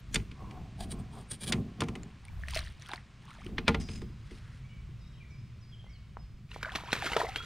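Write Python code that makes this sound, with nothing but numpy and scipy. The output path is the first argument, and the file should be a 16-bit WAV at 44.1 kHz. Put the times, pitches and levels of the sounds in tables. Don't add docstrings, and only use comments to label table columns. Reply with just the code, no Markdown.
import sys
import numpy as np
from scipy import signal
from scipy.fft import rfft, irfft, next_fast_len
from scipy.io import wavfile
from scipy.ndimage import map_coordinates

SR = 44100
rng = np.random.default_rng(int(sys.argv[2]) if len(sys.argv) > 2 else 0)


def unload_wav(signal):
    wavfile.write(
        sys.argv[1],
        SR,
        np.round(np.clip(np.atleast_2d(signal).T, -1, 1) * 32767).astype(np.int16),
    )


N = 328545

# frequency_hz, level_db
RUMBLE_TONE = [(12, -15.5), (22, -3.5), (32, -6), (55, 4.5), (80, 0.5), (115, -10.5), (160, -11),
               (240, -52.5), (400, -80.5)]
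HUM_TONE = [(50, -34), (90, -7.5), (108, 4), (135, 1.5), (160, -7.5), (225, -17), (270, -39), (400, -38),
            (900, -77)]
DRUM_TONE = [(60, -40.5), (110, 2), (150, 1), (190, 5), (235, 1.5), (300, -8.5), (390, -10), (480, -22),
             (700, -23.5), (1500, -59)]
AIR_TONE = [(160, -28.5), (280, -5), (480, -5), (550, -6), (867, -8.5), (1060, -3.5), (1790, -6.5),
            (2310, -5), (5190, -14.5), (8900, -23), (11100, -37.5), (12100, -48), (15800, -72)]
SLIDE_TONE = [(400, 4.5), (800, 5), (1500, 2), (2400, 2), (3400, 7), (4700, 3), (5400, -5), (7200, -2.5),
              (8200, -2), (9000, -0.5), (10500, -4.5), (15000, -18)]
SCUFF_TONE = [(200, -6), (400, 11.5), (560, 1.5), (760, 13.5), (900, -4.5), (1060, 9.5), (1400, -5.5),
              (3000, -30)]
SWISH_TONE = [(900, -4), (2000, -1), (3200, -1), (5000, -3), (7000, -13), (9500, -10), (12500, -26),
              (15500, -42)]
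CRACK_TONE = [(300, -16.5), (1200, -4.5), (2300, 3), (3300, -2), (4800, -10), (6300, -23), (7800, -55),
              (15000, -44)]
EDGE_TONE = [(3000, -30), (5500, 0.5), (7000, 2.5), (8000, -3.5), (8700, 6), (9600, -4.5), (11000, -12.5),
             (15500, -29)]
DROP_TONE = [(1000, -21), (3000, -5), (6000, 0.5), (7500, -12.5), (9000, 4), (10500, -9.5), (15500, -15.5)]
NET_SPRAY_TONE = [(400, -29), (900, -11.5), (1800, 5.5), (3200, 3.5), (4400, -0.5), (7200, -12.5),
                  (9200, -5.5), (11000, -20.5), (15500, -32)]
FISH_SPRAY_TONE = [(130, -15), (260, -4), (420, 2.5), (800, -10.5), (1600, -3), (2500, -4.5), (4100, -3),
                   (5000, -8.5), (9000, -14.5), (12000, -19), (15800, -45)]
SLAP_SPRAY_TONE = [(120, 1.5), (250, 3.5), (420, 0.5), (800, -1.5), (1800, 4.5), (3800, -0.5), (6000, -11),
                   (9000, -16.5), (12000, -22), (15500, -42)]
BREEZE_TONE = [(15, 4.0), (35, -33), (100, -7.0), (400, -47.5)]
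# frequency_hz, side_db (against what they share)
STEREO_WIDTH = [(25, -74), (400, -27.5), (1500, -22), (5000, -18.5), (9000, -18), (13000, 0.5)]

# pitch_hz, level_db, decay_s (time to fall by 60 dB)
HULL_MODES = [(83.8, -2, 0.33), (111, -3.5, 0.25), (153.3, 0.5, 0.25), (194, 1, 0.16), (226, -1.5, 0.27),
              (252.5, 1, 0.2), (306, -1, 0.08), (365, 0, 0.12), (450.7, 0.5, 0.15)]
DECK_MODES = [(587, 9, 0.058), (708, -1.5, 0.121), (810, 1, 0.13), (911, 5.5, 0.082), (1038, 11, 0.056),
              (1208, 6.5, 0.059), (1402, 4.5, 0.084)]
HANDLE_MODES = [(1990, 13.5, 0.069), (2110, 17, 0.061), (2350, 20, 0.028), (2520, 12.5, 0.052),
                (2630, 12, 0.048), (3490, 22.5, 0.015), (3680, 3, .04), (6150, 3, 0.033)]
HOOP_MODES = [(2530, -8, 0.038), (2860, -5.5, .04), (3520, 3, 0.023), (3610, 0, 0.045), (4000, -8, 0.041),
              (4440, 0.5, 0.031), (4820, 0, 0.024)]
FITTING_MODES = [(5050, 0.5, 0.09), (5400, -2, 0.034), (6270, -2, 0.045), (7050, -7, .04),
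                 (8100, -6, 0.054), (9100, -3.5, 0.027), (10500, -14, 0.033)]
# pitch_ratio, level_db
DECK_PANELS = [(0.9, 2), (0.79, -3.5)]
GULP_POCKETS = [(.33, 0.27), (.62, 0.37), (.95, 1), (1.35, 0.45)]

# time_s, level_db
HISS_LEVELS = [(0, -61.5), (1.7, -61), (2.3, -63), (4.1, -62.5), (4.45, -61.5), (4.8, -63.5), (6.3, -66.5),
               (7.45, -85.5)]
# time_s, rumble_db, hum_db
DRIFT_LEVELS = [(0, -65.5, -51.5), (2.7, -55.5, -55.5), (3.0, -60.5, -60), (4.3, -54, -48),
                (5.0, -52.5, -48), (5.6, -54.5, -52), (7.45, -52, -52)]
# start_s, length_s, drum_db, scuff_db, rumble_db
GEAR_SHIFTS = [(.15, 0.048, -42.5, -76, -39.5), (.43, 0.2, -48.5, -54, -49), (.82, 0.19, -42, -56, -47),
               (1.14, 0.063, -48.5, -53, -54.5), (1.52, 0.073, -33, -50.5, -46.5),
               (1.82, 0.15, -39.5, -51, -49.5), (2.33, 0.3, -65, -76, -44), (3.47, 0.17, -43.5, -64, -47),
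               (3.7, 0.11, -40, -56, -43), (3.9, 0.16, -48, -84, -45.5)]
# start_s, length_s, level_db, start_hz, middle_hz, end_hz
BIRD_NOTES = [(4.588, 0.24, -61, 2360, 2275, 2294), (4.682, 0.06, -59, 2770, 2940, 2780),
              (4.99, 0.21, -65, 3830, 3800, 3780), (4.987, .06, -64, 5700, 5080, 4880),
              (5.055, .04, -64, 5280, 5400, 5330), (5.132, 0.032, -59, 3280, 3070, 2730),
              (5.17, 0.022, -53, 3010, 3140, 2740), (5.193, 0.06, -54, 2700, 2250, 1830),
              (5.29, 0.072, -54, 2160, 2318, 2410), (5.298, 0.058, -59, 6070, 5070, 4800),
              (5.37, 0.039, -61, 5020, 5300, 5120), (5.605, 0.06, -57.5, 6000, 4940, 4370),
              (5.675, 0.038, -56, 4820, 4990, 4900), (5.71, 0.044, -52.5, 3440, 3220, 2900),
              (5.791, 0.033, -53.5, 3070, 3280, 2980), (5.856, 0.08, -55, 2010, 2150, 2240),
              (5.889, 0.08, -59, 5850, 4820, 4050), (5.938, 0.04, -61, 3330, 3050, 2720),
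              (6.179, 0.07, -60, 5400, 4900, 4040)]
# time_s, swish_db, rustle_db
ROD_LEVELS = [(4.2, -80, -80), (4.29, -67, -70), (4.385, -59, -68), (4.405, -71, -70), (4.53, -70, -64),
              (4.6, -70, -74)]
# time_s, level_db, pitch_hz
RUB_PATH = [(.27, -75, 1086), (0.369, -65, 1055), (0.454, -54.5, 1036), (.54, -62, 900), (.63, -65, 775),
            (.77, -71, 720), (.81, -47, 770), (.87, -61, 700), (.93, -59, 690), (1.09, -81, 720),
            (1.15, -60, 1000), (1.269, -77, 900)]
# start_s, length_s, friction_db, squeak_db, squeak_hz
HANDLE_PUSHES = [(0.137, 0.015, -45.5, -51, 6500), (0.8, 0.042, -49, -57, 9000),
                 (0.914, 0.0057, -40, -41.5, 8900), (0.996, 0.0056, -59.5, -62, 8700),
                 (1.129, 0.092, -59, -66, 9000), (1.314, 0.005, -42.5, -38.5, 8950),
                 (1.338, 0.0055, -44, -46, 8900), (1.417, 0.029, -42, -45.5, 9400),
                 (1.473, 0.022, -36, -43, 9250)]
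# start_s, level_db, base_pitch_hz
GEAR_BUMPS = [(3.463, -38, 391), (3.493, -49, 480), (4.022, -35.5, 400), (4.099, -48, 366),
              (4.315, -50, 406), (4.89, -52, 360)]
# start_s, level_db, pitch_hz, decay_s
METAL_TINGS = [(3.808, -53, 4970, 0.98), (3.808, -61, 5100, 0.6), (3.808, -50.5, 5700, 0.25),
               (7.359, -30, 3200, 0.072), (7.358, -35, 2770, 0.06), (7.358, -35, 1330, 0.071),
               (7.384, -37, 3300, 0.27)]
# time_s, level_db
BUZZ_LEVELS = [(3.8, -51), (3.814, -48.5), (3.86, -64), (3.9, -54.5), (3.96, -53), (4.015, -66),
               (4.04, -77)]
# start_s, level_db
HOOP_CLACKS = [(0.144, -32), (0.157, -24.5), (0.161, -32), (1.525, -24.5), (1.806, -33.5)]
# start_s, crack_db, hull_db, edge_db
HANDLE_KNOCKS = [(0.143, -25, -33.5, -32), (0.1568, -20, -28, -40), (0.199, -44, -51, -80),
                 (0.3135, -42.5, -46.5, -70), (0.509, -44, -58, -67), (0.917, -46, -43, -53),
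                 (1.3125, -45.5, -43.5, -46.5), (1.5223, -21, -39, -35.5), (1.532, -26, -29.5, -63),
                 (1.805, -28, -31, -39.5), (1.8176, -28, -24, -55), (1.835, -35.5, -56, -57),
                 (1.8843, -35.5, -33.5, -54), (1.953, -37, -38.5, -56), (3.5816, -23, -30.5, -58),
                 (3.679, -10.5, -21, -40.5), (3.6865, -21.5, -20.5, -50), (3.7449, -24, -25, -58),
                 (3.887, -36.5, -36.5, -72), (4.017, -44, -36, -64), (4.3092, -48, -42.5, -71)]
# start_s, length_s, spray_db, bubbles_db
NET_DIPS = [(2.0, 0.15, -76, -62), (2.27, 0.29, -71.5, -61), (2.53, 0.15, -55, -60),
            (2.542, 0.044, -45, -46), (2.82, 0.035, -59, -59), (2.9, 0.037, -55, -48.5),
            (3.27, 0.2, -61.5, -53)]
# start_s, level_db, pitch_hz
DROP_TICKS = [(2.033, -39.5, 7060), (2.252, -44, 8850), (2.4839, -27, 1930), (2.5362, -33, 3230),
              (2.546, -27, 4120), (2.5527, -28.5, 5100), (2.573, -25.5, 4150), (2.576, -29, 3150),
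              (2.591, -27, 4070), (2.596, -34, 2270), (2.605, -39, 5550), (2.822, -40, 5800),
              (2.861, -38, 3270), (2.8903, -38, 1700), (2.916, -33.5, 3720), (2.959, -36.5, 4270),
              (3.306, -39.5, 2160), (3.465, -37, 2950), (6.544, -37, 2220), (6.72, -37.5, 3320)]
# start_s, level_db, pitch_hz
WATER_TOCKS = [(5.843, -29.5, 620), (5.866, -35, 900), (6.17, -16.5, 930), (6.562, -14, 740),
               (6.837, -18.5, 617)]
# start_s, level_db, pitch_hz, decay_cycles
BUBBLE_PLOPS = [(2.283, -45.5, 2270, 43), (2.436, -30, 1750, 20), (2.562, -28, 627, 24),
                (2.673, -37, 1790, 19), (2.918, -36, 830, 20), (2.934, -34, 920, 15),
                (2.978, -38.5, 1900, 22), (6.648, -26, 1550, 25), (6.664, -37.5, 617.5, 24),
                (6.693, -31.5, 1700, 20), (6.785, -36, 940, 16), (6.885, -36, 980, 29),
                (7.025, -27.5, 760, 15), (7.066, -25, 1475, 25.6), (7.1635, -11.5, 434, 8.2),
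                (7.178, -33, 920, 51), (7.2005, -17.5, 670, 12.6), (7.206, -22, 1780, 18),
                (7.233, -29, 432, 18), (7.252, -37, 657, 36), (7.267, -37, 2010, 53),
                (7.287, -32.5, 756, 34), (7.403, -39, 1360, 60)]
# start_s, gulp_db, base_pitch_hz, spray_db
WATER_SLAPS = [(2.5606, -30, 1460, -41), (2.891, -32, 1020, -55), (2.933, -24.5, 1090, -43),
               (6.514, -28.5, 2820, -62), (6.628, -18, 1620, -41.5), (6.655, -23, 1580, -54),
               (6.751, -20.5, 2144, -40), (6.756, -37, 1440, -34.5), (6.918, -19.5, 4020, -49),
               (6.928, -10.5, 1510, -28), (6.951, -21, 1750, -60), (6.962, -26, 1150, -44),
               (7.02, -18, 1720, -43.5), (7.062, -18, 1640, -37), (7.071, -21, 1380, -41.5),
               (7.117, -19, 890, -42), (7.131, -14, 2110, -49), (7.164, -9.5, 635, -50),
               (7.165, -9.5, 1284, -34), (7.213, -10.5, 940, -49.5), (7.245, -15, 743, -58),
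               (7.358, -23, 2860, -38)]
# start_s, length_s, spray_db, bubbles_db, bubble_hz
FISH_BURSTS = [(6.54, 0.02, -59.5, -59, 2640), (6.651, 0.06, -58.5, -43.5, 1390),
               (6.755, 0.04, -56.5, -46, 1480), (6.876, .03, -53.5, -44.5, 1510),
               (6.954, 0.1, -50, -42.5, 1260), (7.053, 0.093, -47, -44, 1380),
               (7.169, 0.042, -48, -38, 835), (7.291, .16, -53.5, -52.5, 1473)]

SHIFT_RISE_S, SHIFT_FALL_S = 0.12, 0.16
HIT_SCATTER_DB, HIT_DETUNE = 2, .015


def amp(db):
    return 10 ** (np.asarray(db) / 20)


def unit(x):
    return x / np.sqrt(np.mean(x ** 2) + 1e-20)


def fade(t, decay_s):
    return np.exp(-np.log(1000) * np.abs(t) / max(decay_s, 1e-3)) * (t >= 0)


def gains(rows):
    times, *levels = np.transpose(rows)
    return [amp(np.interp(np.arange(N) / SR, times, db, left=-200, right=-200)) for db in levels]


def swells(rows, rise_s, fall_s):
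    t = np.arange(0, N, 32) / SR
    start, length, *levels = np.transpose(rows)[:, :, None]
    drop_db = 20 * (np.maximum(start - t, 0) / rise_s + np.maximum(t - start - length, 0) / fall_s)
    return [np.interp(np.arange(N) / SR, t, np.linalg.norm(amp(db - drop_db), axis=0)) for db in levels]


def wobble(rate):
    return map_coordinates(rng.standard_normal(int(N * rate / SR) + 4), [np.arange(N) * rate / SR])


def colour(x, tone):
    size = 8192
    hz, db = np.transpose(tone)
    curve = amp(np.interp(np.log(np.fft.rfftfreq(size, 1 / SR) + 1), np.log(hz), db))
    cepstrum = irfft(np.log(curve + 1e-6))
    cepstrum[1:size // 2] *= 2
    cepstrum[size // 2 + 1:] = 0
    response = irfft(np.exp(rfft(cepstrum)))
    return signal.fftconvolve(x, response / np.linalg.norm(response))[:len(x)]


def noise(tone):
    return unit(colour(rng.standard_normal(N), tone))


def pitched_noise(hz, width_hz):
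    phase = 2 * np.pi * np.cumsum(hz * np.ones(N)) / SR
    return unit(wobble(2 * width_hz) * np.sin(phase) + wobble(2 * width_hz) * np.cos(phase))


def crackle(rate, spread_db):
    sizes = amp(spread_db * np.minimum(rng.exponential(size=N), 3)) * rng.standard_normal(N)
    return unit(sizes * (rng.random(N) < rate / SR))


def add(track, start_s, sound):
    start = max(round(start_s * SR), 0)
    track[start:start + len(sound)] += sound[:max(N - start, 0)]


def ring(t, modes, scatter_db=HIT_SCATTER_DB, detune=HIT_DETUNE):
    hz, db, decays = np.transpose(modes)
    strength = amp(db + scatter_db * rng.standard_normal(len(hz))) * rng.choice([-1, 1], len(hz))
    strength *= np.sqrt(2) / np.linalg.norm(strength)
    hz = hz * (1 + detune * rng.standard_normal(len(hz)))
    return sum(gain * np.sin(2 * np.pi * pitch * t) * fade(t, decay_s)
               for gain, pitch, decay_s in zip(strength, hz, decays))


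def bubble(t, hz, decay_s, rise):
    climb = 1 + rise * np.minimum(t / decay_s, 1)
    return np.sin(2 * np.pi * hz * np.cumsum(climb) / SR) * fade(t, decay_s) * (1 - np.exp(-2 * t * hz))


def froth(events, count, hz, octaves, cycles, spread_db):
    out, t = np.zeros(N), np.arange(SR // 16) / SR
    start, end = events[0][0] - .05, events[-1][0] + events[-1][1] + .1
    times = np.linspace(start, end, count)
    centres = np.interp(times, [row[0] + row[1] / 2 for row in events], hz * np.ones(len(events)))
    scatter = np.clip(rng.standard_normal((count, 2)), -2, 2)
    for when, centre, (pitch_step, level_step) in zip(times, centres, scatter):
        pitch = min(centre * 2 ** (octaves * pitch_step), 9000)
        plink = amp(spread_db * level_step) * bubble(t, pitch, cycles / pitch, rise=.2)
        add(out, when + rng.random() * (end - start) / count, plink)
    return unit(out) * np.sqrt((end - start) * SR / N)


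def echo(x, decay_s):
    t = np.arange(SR // 2) / SR
    tail = rng.standard_normal(len(t)) * fade(t, decay_s)
    return signal.fftconvolve(x, tail / np.linalg.norm(tail))[:N]


def stereo(x, left_lead_samples):
    hz = np.fft.rfftfreq(N, 1 / SR)
    corners, side_db = np.transpose(STEREO_WIDTH)
    reflections = rng.standard_normal(SR // 100) * np.hanning(SR // 100)
    width = amp(np.interp(np.log(hz + 1), np.log(corners), side_db))
    side = width * np.exp(1j * np.angle(rfft(reflections, N)))
    lead = np.exp(1j * np.pi * hz / SR * left_lead_samples)
    return irfft(rfft(x) * np.array([(1 + side) * lead, (1 - side) / lead]), N)


def open_air():
    return gains(HISS_LEVELS)[0] * amp(-1.5 + 0.32 * wobble(3.2)) * noise(AIR_TONE)


def breeze():
    drift, _ = gains(DRIFT_LEVELS)
    _, _, rocking = swells(GEAR_SHIFTS, SHIFT_RISE_S, SHIFT_FALL_S)
    air = np.array([colour(rng.standard_normal(N), BREEZE_TONE) for side in range(2)])
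    return np.hypot(drift, rocking) * amp(-8) * air + amp(-93) * rng.standard_normal((2, N))


def floating_hull():
    drift, humming = gains(DRIFT_LEVELS)
    drumming, _, rocking = swells(GEAR_SHIFTS, SHIFT_RISE_S, SHIFT_FALL_S)
    rumble = np.hypot(drift, rocking) * amp(3.5) * noise(RUMBLE_TONE)
    hum = humming * amp(2.1 * wobble(25)) * noise(HUM_TONE)
    drum = drumming * amp(-1) * unit(colour(crackle(500, spread_db=0), DRUM_TONE))
    lapping = amp(-62) * unit(colour(crackle(500, spread_db=-1), DRUM_TONE))
    return rumble + hum + drum + lapping


def birds():
    song = np.zeros(N)
    waver = wobble(260)
    for start, length, db, *pitches in BIRD_NOTES:
        progress = np.linspace(0, 1, int(length * SR))
        hz = np.polyval(np.polyfit([0, .5, 1], pitches, 2), progress)
        hz *= 1 + 0.017 * waver[int(start * SR):][:len(hz)]
        arch = np.sqrt(np.abs(np.sin(np.pi * progress)))
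        add(song, start, amp(db) * arch * np.sin(2 * np.pi * np.cumsum(hz) / SR))
    song *= amp(3.5 * wobble(80) - 1)
    return amp(-6) * song + amp(-8) * echo(song * amp(3 * wobble(200)), decay_s=0.78)


def rod_swish():
    bright, dull = gains(ROD_LEVELS)
    swish = bright * amp(2 * wobble(60)) * unit(colour(crackle(5000, spread_db=-1), SWISH_TONE))
    return swish + dull * pitched_noise(1710, width_hz=490)


def gear_scuffs():
    _, dragging, _ = swells(GEAR_SHIFTS, rise_s=0.082, fall_s=SHIFT_FALL_S)
    return dragging * amp(-4 + 3.7 * wobble(23.8)) * colour(crackle(1200, spread_db=1.5), SCUFF_TONE)


def gear_bumps():
    out, t = np.zeros(N), np.arange(SR // 4) / SR
    for start, db, hz in GEAR_BUMPS:
        note = sum(amp(level) * np.sin(2 * np.pi * hz * ratio * t) for ratio, level in DECK_PANELS)
        add(out, start, amp(db) * note * fade(t, decay_s=0.083) * (1 - np.exp(-t / 0.0013)))
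    return out


def handle_rub():
    times, _, hz = np.transpose(RUB_PATH)
    level, = gains([row[:2] for row in RUB_PATH])
    return level * pitched_noise(np.interp(np.arange(N) / SR, times, hz), width_hz=130)


def handle_slide():
    friction, squeaking = swells([row[:-1] for row in HANDLE_PUSHES], rise_s=0.018, fall_s=0.022)
    grazes = [(start, 0, crack_db - 24.5) for start, crack_db, _, _ in HANDLE_KNOCKS]
    grazing, = swells(grazes, rise_s=0.015, fall_s=0.015)
    catching = amp(2 * wobble(160))
    slips = unit(catching * crackle(3000, spread_db=1.5))
    grit = colour(friction * slips, SLIDE_TONE)
    rasp = amp(-3) * .7 * (grit + echo(grit, decay_s=.03))
    start, length, _, _, squeak_hz = np.transpose(HANDLE_PUSHES)
    pitch = np.interp(np.arange(N) / SR, start + length, squeak_hz)
    squeak = squeaking * amp(-1.5) * unit(catching * pitched_noise(pitch, width_hz=800))
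    return rasp + squeak + colour(grazing * slips, CRACK_TONE)


def metal_fittings():
    tings, t = np.zeros(N), np.arange(SR // 2) / SR
    for start, db, hz, decay_s in METAL_TINGS:
        add(tings, start, amp(db) * np.sin(2 * np.pi * hz * t) * fade(t, decay_s))
    taps = crackle(2500, spread_db=0.5)
    flutter = amp(3 * wobble(70))
    buzz = unit(signal.fftconvolve(taps, ring(t, FITTING_MODES, scatter_db=-0.5, detune=0))[:N])
    rasp = amp(-0.5) * colour(taps, CRACK_TONE) + amp(-11) * colour(taps, EDGE_TONE)
    return tings * flutter * amp(-1.5) + gains(BUZZ_LEVELS)[0] * amp(-3) * (buzz + rasp)


def hoop_clacks():
    out, t = np.zeros(N), np.arange(SR // 2) / SR
    for start, db in HOOP_CLACKS:
        add(out, start, amp(db) * ring(t, HOOP_MODES))
    return out


def handle_knocks():
    out, t = np.zeros(N), np.arange(SR // 2) / SR
    onset = 1 - np.exp(-t / .001)
    rattle = fade(t, decay_s=0.028) + amp(-27) * fade(t, decay_s=0.22)
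    for start, crack_db, hull_db, edge_db in HANDLE_KNOCKS:
        deck_db = -10.5 + 1.8 * (hull_db + 14)
        chatter = rng.standard_normal(len(t)) * onset * rattle
        crack = amp(crack_db - 1.5) * colour(chatter, CRACK_TONE)
        edge = amp(edge_db + 7.5) * colour(chatter, EDGE_TONE)
        handle = amp(crack_db - 9) * ring(t, HANDLE_MODES) * onset
        deck = amp(deck_db) * ring(t, DECK_MODES) * onset
        hull = amp(hull_db - 2) * ring(t, HULL_MODES) * (1 - np.exp(-t / 0.0038))
        add(out, start, crack + edge + handle + deck + hull)
    return out


def net_dips():
    spray, bubbles = swells(NET_DIPS, rise_s=0.096, fall_s=0.084)
    fizz = colour(amp(3 * wobble(45)) * crackle(5000, spread_db=2.5), NET_SPRAY_TONE)
    ticks = colour(crackle(70, spread_db=3), DROP_TONE)
    drips = froth(NET_DIPS, count=420, hz=3300, octaves=0.5, cycles=22, spread_db=3.5)
    gurgle = froth(NET_DIPS, count=330, hz=1495, octaves=0.617, cycles=22, spread_db=3.5)
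    return spray * (amp(-4) * (fizz + drips) + amp(-9) * ticks) + bubbles * amp(-4.5) * gurgle


def droplets():
    out, t = np.zeros(N), np.arange(SR // 20) / SR
    decay_s = .011
    for start, db, hz in DROP_TICKS:
        pockets = bubble(t, hz, decay_s, rise=.1) + amp(-12) * bubble(t, hz * .6, decay_s, rise=.1)
        splash = colour(rng.standard_normal(len(t)) * fade(t, decay_s), NET_SPRAY_TONE)
        add(out, start, amp(db - 0.5) * (pockets + amp(-7) * splash))
    return out


def plops_and_tocks():
    out, t = np.zeros(N), np.arange(SR // 5) / SR
    build_cycles = 1.42
    for start, db, hz, cycles in BUBBLE_PLOPS:
        onset = 1 - np.exp(-t * hz / build_cycles)
        add(out, start, amp(db + 6.5) * onset * bubble(t, hz, cycles / hz, rise=0.077))
    for start, db, hz in WATER_TOCKS:
        add(out, start, amp(db) * bubble(t, hz, decay_s=0.0034, rise=0.13))
    return out


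def water_slaps():
    out, t = np.zeros(N), np.arange(SR // 5) / SR
    onset = 1 - np.exp(-(t / 0.0012) ** 2)
    for start, gulp_db, hz, spray_db in WATER_SLAPS:
        burst = rng.standard_normal(len(t)) * fade(t, decay_s=0.03) * onset
        gulp = sum(gain * bubble(t, hz * ratio, decay_s=0.0171, rise=0.25) * rng.choice([-1, 1])
                   for ratio, gain in GULP_POCKETS)
        add(out, start, amp(spray_db + 12.5) * colour(burst, SLAP_SPRAY_TONE))
        add(out, start + 0.000885, amp(gulp_db - 3.5) * gulp * onset)
    return out


def thrashing_fish():
    spray, bubbles = swells([row[:-1] for row in FISH_BURSTS], rise_s=0.092, fall_s=0.13)
    patter = colour(amp(3.5 * wobble(70)) * crackle(4500, spread_db=1.2), FISH_SPRAY_TONE)
    drops = froth(FISH_BURSTS, count=380, hz=2582, octaves=0.537, cycles=38, spread_db=4.5)
    pitches = [row[-1] for row in FISH_BURSTS]
    gurgle = froth(FISH_BURSTS, count=260, hz=pitches, octaves=.55, cycles=18, spread_db=2)
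    return spray * (amp(1.5) * patter + amp(0.5) * drops) + bubbles * amp(-4.5) * gurgle


def scene():
    boat = floating_hull() + open_air() + handle_slide() + gear_scuffs() + handle_rub() + rod_swish()
    boat += handle_knocks() + hoop_clacks() + gear_bumps() + metal_fittings() + net_dips() + droplets()
    splash = thrashing_fish() + water_slaps() + plops_and_tocks()
    bank = birds() + amp(-12) * echo(splash, decay_s=0.22)
    near = stereo(boat, left_lead_samples=0.063)
    far = stereo(splash + bank, left_lead_samples=-1.5)
    return near + far + breeze()


def record(dry):
    top_hz = 15750
    size = next_fast_len(N + SR // 4)
    return irfft(rfft(dry, size) * (np.fft.rfftfreq(size, 1 / SR) < top_hz), size)[:, :N]


dry = scene()
out = record(dry)
unload_wav(out)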